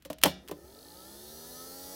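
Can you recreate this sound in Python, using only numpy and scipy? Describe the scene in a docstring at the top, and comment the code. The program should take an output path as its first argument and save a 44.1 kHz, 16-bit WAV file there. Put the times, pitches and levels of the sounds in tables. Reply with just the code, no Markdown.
"""Closing the lid of a mini centrifuge

Close microphone, mono, in a small quiet room: a hand presses the plastic lid shut. It ticks, snaps home
and knocks the base, then clicks as the hand lets go; these contacts are noise bursts and struck modes.
Closing starts a small brush motor that runs up towards its top speed. Its harmonics sweep through the
housing's resonances, the brushes rasp over a surface met again on every turn, and the bearing rumbles."""
import sys
import numpy as np
from scipy import signal
from scipy.fft import rfft, irfft
from scipy.io import wavfile

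SR = 44100
rng = np.random.default_rng(int(sys.argv[2]) if len(sys.argv) > 2 else 0)


def store_wav(level_fs):
    """Save 16-bit WAV to argv[1]."""
    pcm = np.round(np.clip(np.atleast_2d(level_fs), -1, 1) * 32767)
    wavfile.write(sys.argv[1], SR, pcm.T.astype(np.int16))


N = 85995

TOP_SPEED_HZ, MOTOR_ON_S, RUN_UP_S = 115.12, .2266, 1.007
REFERENCE_SPEED_HZ = 80  # turns per second at which growth gains are 0 dB
THROB_TURN = .76  # place in the turn where hum and bearing throb
CUTOFF_HZ = 15900  # top of the recorder's range


def undb(db):
    """Decibels to gain."""
    return 10 ** (np.asarray(db) / 20)


def unit(x):
    """Scale to rms 1."""
    return x / np.sqrt(np.mean(x ** 2))


def gain_at(hz, points):
    """Gain of a (Hz, dB) curve at the given frequencies, interpolated over log frequency."""
    f, db = np.array(points).T
    return undb(np.interp(np.log(np.maximum(hz, 1)), np.log(f), db))


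def colour(x, points):
    """Causal minimum-phase filter with the shape of a (Hz, dB) curve; white noise keeps its level."""
    bins_hz = np.arange(N + 1) * SR / (2 * N)
    cepstrum = irfft(np.log(unit(gain_at(bins_hz, points))))
    # folding the cepstrum onto positive time makes the filter causal
    cepstrum[1:N] *= 2
    cepstrum[N + 1:] = 0
    response = np.exp(rfft(cepstrum))
    return irfft(rfft(x, 2 * N) * response)[:N]


def filtered(x, hz, kind, order=2):
    """Butterworth filter."""
    edges = np.clip(hz, 10, SR / 2 - 100)
    return signal.sosfilt(signal.butter(order, edges, kind, fs=SR, output="sos"), x)


def band_around(x, centre_hz, width_hz, order=2):
    """Narrow band of rms 1."""
    return unit(filtered(x, [centre_hz - width_hz / 2, centre_hz + width_hz / 2], "band", order))


def noise():
    """White noise with an expected rms of 1."""
    return rng.standard_normal(N)


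def fade(t, start, ms):
    """Exponential decay from a starting time, down to 1/e after the given milliseconds."""
    return (t >= start) * np.exp(-np.maximum(t - start, 0) * 1000 / ms)


def fall(age, t60):
    """Exponential decay that loses 60 dB in t60 seconds."""
    return np.exp(-np.log(1000) * age / t60)


def ring(t, start, hz, t60):
    """A struck mode: a decaying sine."""
    age = np.maximum(t - start, 0)
    return np.sin(2 * np.pi * hz * age) * fall(age, t60)


def burst(envelope, count=3):
    """Noise under an envelope, evened out to a nearly flat spectrum."""
    x = envelope * rng.standard_normal(len(envelope))
    for _ in range(count):
        flat = irfft(np.exp(1j * np.angle(rfft(x))), len(x)) * np.linalg.norm(envelope)
        x = np.clip(flat, -np.pi * envelope, np.pi * envelope)
    return x


def growth(speed, db_per_doubling):
    """Gain that follows the motor speed, with an extra linear fade-in below 10 turns per second."""
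    doublings = np.log2(np.maximum(speed, 1) / REFERENCE_SPEED_HZ)
    return undb(db_per_doubling * doublings) * np.minimum(speed / 10, 1)


def air():
    """Steady background air of the room: coloured noise."""
    # spectrum shape of the air: f/Hz, relative level/dB
    air_curve = [(25, -15), (45, -8), (62, 12.5), (100, -3), (200, -2), (500, -17.5), (1000, -20.5),
                 (2500, -21), (6000, -34.5), (15000, -35)]
    return undb(-62) * colour(noise(), air_curve)


def lid(t, size=4096):
    """Each contact is an impact and a short crack that ring the lid."""
    # sharp contacts of lid and catch: t/s, level/dB, decay to 1/e in ms
    clicks = [(0.0227, -53.5, 4.3), (0.05, -42.5, 7.5), (0.0576, -46.5, 3), (.1008, -38.5, 7.4),
              (0.1056, -43, 2), (.1303, -38, 2.9), (0.1848, -46, 4.1), (0.2144, -43.5, 2.3),
              (0.2172, -37.5, 1.5), (0.228, -40.5, 14), (0.2358, -5.5, 2.68), (0.2384, -7.5, 1.6),
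              (.256, -25.5, 14), (0.4774, -41, 1), (0.4841, -39.5, 5.6), (0.492, -50, 3.7),
              (0.512, -39.5, 6), (0.5125, -44, 6)]
    # spectrum shape of a click: f/Hz, relative level/dB
    click_curve = [(150, -13), (600, -4), (1100, -2), (1800, 3.5), (2400, .5), (3050, 5), (3700, 1),
                   (6000, -2.5), (9000, -3.5), (11500, -1.5), (15500, -3)]
    # modes of the lid: f/Hz, level/dB, t60/s
    lid_modes = [(1620, -31, .06), (1830, -24, .06), (2040, -29, .06), (2950, -26, .06), (3070, -29, .05),
                 (3275, -22, .045), (4060, -28, .06)]
    crack, taps = np.zeros(N), np.zeros(N)
    for s, db, ms in clicks:
        start = int(s * SR)
        crack[start:start + size] += undb(db) * burst(fade(t[:size], 0, ms))
        taps[start] += undb(db)
    modes = sum(undb(db) * ring(t, 0, hz, t60) for hz, db, t60 in lid_modes)
    clack = colour(crack + undb(3) * taps, click_curve)  # impacts are raised by 3 dB
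    return clack + signal.fftconvolve(taps, modes)[:N]


def base(t):
    """Each blow is a damped push with a dull thud; it rings the base's modes near its own pitch most."""
    # dull blows on the base: t/s, level/dB, push f/Hz, push decay to 1/e in ms
    knocks = [(0.055, -40.5, 557, 9.1), (.1015, -28.5, 626, 12), (.106, -46.5, 218, 15),
              (.2365, -20.5, 528, 4.4), (0.245, -19, 470, 6), (0.2537, -15.5, 504, 9.7),
              (0.259, -13.5, 296, 9), (.494, -39, 415, 13.5), (0.5135, -27, 394, 3.2)]
    # modes of the base: f/Hz, level/dB for a push at the mode's own pitch, t60/s
    base_modes = [(80, -17, .2), (156, -18, .18), (186, -17, .18), (298, -11, .13), (391, -19, .12),
                  (494, -12, .12), (556, -16, .12), (632, -17, .07), (800, -22, .07), (902, -19, .09),
                  (1022, -20, .09)]
    PUSH_RISE_MS = 1.2
    THUD_DB, THUD_MS, THUD_BAND_HZ = -4.5, 5.4, [189, 833]
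    blows, thud = 0, 0
    for s, db, push_hz, ms in knocks:
        onset = undb(db) * np.clip((t - s) * 1000 / PUSH_RISE_MS, 0, 1)
        push = fade(t, s, ms) * np.sin(2 * np.pi * push_hz * (t - s))
        modes = 0
        for k, (hz, mode_db, t60) in enumerate(base_modes):
            nearness = min(hz / push_hz, push_hz / hz) ** 0.21
            sign = (-1) ** k  # neighbouring modes start in opposite directions
            modes = modes + undb(mode_db) * nearness * sign * ring(t, s, hz, t60)
        blows = blows + onset * (push + modes)
        thud = thud + onset * undb(THUD_DB) * fade(t, s, THUD_MS)
    return blows + thud * unit(filtered(noise(), THUD_BAND_HZ, "band"))


def room(t, x):
    """Dense early echoes from bench and walls, then a tail whose decay differs from band to band."""
    # room echo by band: centre f/Hz, level/dB, t60/s of the tail
    room_bands = [(151, -14.5, 0.66), (390, -10.5, 0.575), (930, -10.5, 0.28), (2180, -13.5, 0.29),
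                  (4400, -10, 0.28), (7700, -23, 0.1), (13900, -30.5, .22)]
    BUILD_S, EARLY_DB, EARLY_T60_S = 0.0096, 6, 0.16
    centres = np.array(room_bands)[:, 0]
    edges = np.concatenate([[centres[0] / 2], np.sqrt(centres[1:] * centres[:-1]), [CUTOFF_HZ]])
    response = 0
    for k, (hz, db, t60) in enumerate(room_bands):
        decay = fall(t, t60) + undb(EARLY_DB) * fall(t, EARLY_T60_S)
        shape = decay * np.minimum(t / BUILD_S, 1)
        echoes = filtered(burst(shape), edges[k:k + 2], "band")
        response = response + undb(db) * echoes / np.linalg.norm(shape)
    return signal.fftconvolve(x, response)[:N]


def hum(speed, turns):
    """Motor harmonics bunch into one throb a turn and swell as they cross the housing's resonances."""
    # motor harmonics: multiple of the turn rate, level/dB at the reference speed before the housing,
    # growth/dB per doubling of speed
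    harmonics = [(2, -56.5, -14), (3, -57.5, 8.5), (4, -66, 9), (5, -53, 17), (6, -55, 16), (7, -57.5, 22),
                 (8, -89, -8), (9, -55, 2), (10, -80, 15), (11, -71.5, -8), (12, -71, -8), (13, -66, 4),
                 (14, -80, -2), (15, -64, -5), (16, -77, -8.5), (17, -75.5, 32), (18, -90, 19),
                 (21, -68, 1), (27, -68, 8), (33, -70, 7), (46, -66, 17), (49, -73, 17), (51, -64.5, 13),
                 (60, -63.5, 21), (62, -67.5, 18), (69, -64.5, 16), (75, -65.5, 14)]
    # resonances of the housing: f/Hz, gain/dB
    housing = [(100, -33), (170, -3), (200, -1), (270, 1.5), (310, -1.5), (365, 2), (455, -7), (545, -3),
               (680, -9), (790, -4.5), (860, 5.5), (1000, -9), (1200, -14.5), (1290, 13), (1400, 0),
               (1560, -9), (1690, -6), (1770, 8.5), (1850, -3), (2600, -20), (3300, -2.5), (3850, 5),
               (4200, -32), (4550, -4), (4850, 1), (5100, -25), (5450, -5), (5850, 11), (6200, 0),
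               (6500, -20), (7000, 0)]
    PHASE_SCATTER_CYCLES = .13  # random spread of each harmonic's phase
    FULL_HUM_HZ = 36.3  # speed at which the hum has built up
    tones = 0
    for k, db, rise_db in harmonics:
        level = undb(db) * growth(speed, rise_db) * gain_at(k * speed, housing)
        cycles = k * (turns - THROB_TURN) + PHASE_SCATTER_CYCLES * rng.standard_normal()
        tones = tones + level * np.sin(2 * np.pi * cycles)
    return tones * np.minimum(speed / FULL_HUM_HZ, 1) ** 3


def track(turns, size=512, order=8):
    """A random surface profile with all harmonics equally strong, met again on every turn."""
    profile = irfft(np.exp(2j * np.pi * rng.random(size // 2)), size * order)
    around = np.linspace(0, 1, size * order + 1)
    # read at twice the sample rate to limit aliasing
    fine = np.interp(np.arange(2 * N) / 2, np.arange(N), turns)
    surface = np.interp(fine % 1, around, np.append(profile, profile[0]))
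    return signal.resample_poly(surface, 1, 2)


def cavity(t, x):
    """Short dense echoes under the lid make many narrow resonances."""
    echoes = noise() * fade(t, 0, 7)
    echoes = echoes / np.linalg.norm(echoes)
    return unit(x + undb(-3) * signal.fftconvolve(x, echoes)[:N])


def brushes(t, speed, turns, count=3):
    """Brushes rub three commutator segments with a slight wobble, sing faintly, catch on one spot a turn."""
    # spectrum shape of the brush rasp: f/Hz, relative level/dB
    brush_curve = [(300, -17), (1200, -4.5), (1800, -13), (2400, -16), (3200, -8), (3900, -3.5), (4500, 2),
                   (5200, -4.5), (6200, -1.5), (7300, -3.5), (9300, -3.5), (10000, -5), (10700, -4.5),
                   (12000, -1), (13200, -4.5), (14500, 1.5), (15800, -3.5)]
    WOBBLE_US, WOBBLE_TOP_HZ = 9, 150  # rms timing wobble and its low-pass corner
    SEGMENT_DB, SEGMENT_DEPTH, HISS_DB = 3.5, .2, -6
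    BRUSH_DB, SPLIT_HZ = -48, 4300
    BRUSH_GROWTH_DB, SIZZLE_GROWTH_DB = 16, 14  # per doubling of speed, below and above the split
    SCRAPE_HZ, SCRAPE_WIDTH_HZ, SCRAPE_DB = 4350, 1200, -51.5
    SCRAPE_TURN, SCRAPE_SPREAD = .2, .065  # place and spread of the spot, in turns
    SING_HZ, SING_WIDTH_HZ, SING_DB, SING_GROWTH_DB = 10000, 180, -61, 14

    place = turns + speed * WOBBLE_US * 1e-6 * unit(filtered(noise(), WOBBLE_TOP_HZ, "low"))
    whole_turn = unit(track(place, size=1320))
    segments = unit(track(count * place, size=440))
    rub = cavity(t, whole_turn + undb(SEGMENT_DB) * segments + undb(HISS_DB) * noise())
    rub = rub * (1 + SEGMENT_DEPTH * np.cos(2 * np.pi * count * turns))

    rasp = undb(BRUSH_DB) * colour(rub, brush_curve)
    low = filtered(rasp, SPLIT_HZ, "low", order=1)
    sizzle = rasp - low

    from_spot = (turns - SCRAPE_TURN + .5) % 1 - .5
    spot = np.exp(-.5 * (from_spot / SCRAPE_SPREAD) ** 2)
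    scrape = undb(SCRAPE_DB) * band_around(rub + noise(), SCRAPE_HZ, SCRAPE_WIDTH_HZ) * spot
    scrape = scrape * np.interp(t, [.62, .8], [0, 1])  # the scrape fades in during the run-up
    sing = undb(SING_DB) * band_around(rub + noise(), SING_HZ, SING_WIDTH_HZ, order=1)
    return (low * growth(speed, BRUSH_GROWTH_DB) + sizzle * growth(speed, SIZZLE_GROWTH_DB)
            + scrape + sing * growth(speed, SING_GROWTH_DB))


def bearing(speed, turns):
    """Rumble in the housing that throbs once a turn."""
    # spectrum shape of the bearing rumble: f/Hz, relative level/dB
    bearing_curve = [(100, -8.5), (200, -18.5), (330, 5), (580, 2), (700, -2), (850, 0.5), (1100, -22.5),
                     (1290, 0), (1450, -17), (1700, -12.5), (1775, 0), (1860, -13.5), (2400, -41),
                     (4000, -28)]
    LEVEL_DB, GROWTH_DB, DEPTH = -58, 3.5, 0.17  # growth per doubling of speed
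    throb = 1 + DEPTH * np.cos(2 * np.pi * (turns - THROB_TURN))
    return undb(LEVEL_DB) * growth(speed, GROWTH_DB) * colour(noise() * throb, bearing_curve)


def scene():
    """The lid closes, and the motor nears its top speed exponentially; only the contacts stir the room."""
    t = np.arange(N) / SR
    speed = TOP_SPEED_HZ * (1 - np.exp(-np.maximum(t - MOTOR_ON_S, 0) / RUN_UP_S))
    turns = np.cumsum(speed) / SR
    contacts = filtered(lid(t) + base(t), 75, "high")
    motor = hum(speed, turns) + brushes(t, speed, turns) + bearing(speed, turns)
    mono = air() + contacts + room(t, contacts) + motor
    return np.array([mono, mono])


def record(dry):
    """The recorder rounds the loudest peaks and cuts the top."""
    top_cut = signal.ellip(10, .2, 80, CUTOFF_HZ, fs=SR, output="sos")
    return signal.sosfilt(top_cut, np.tanh(dry))


dry = scene()
out = record(dry)
store_wav(out)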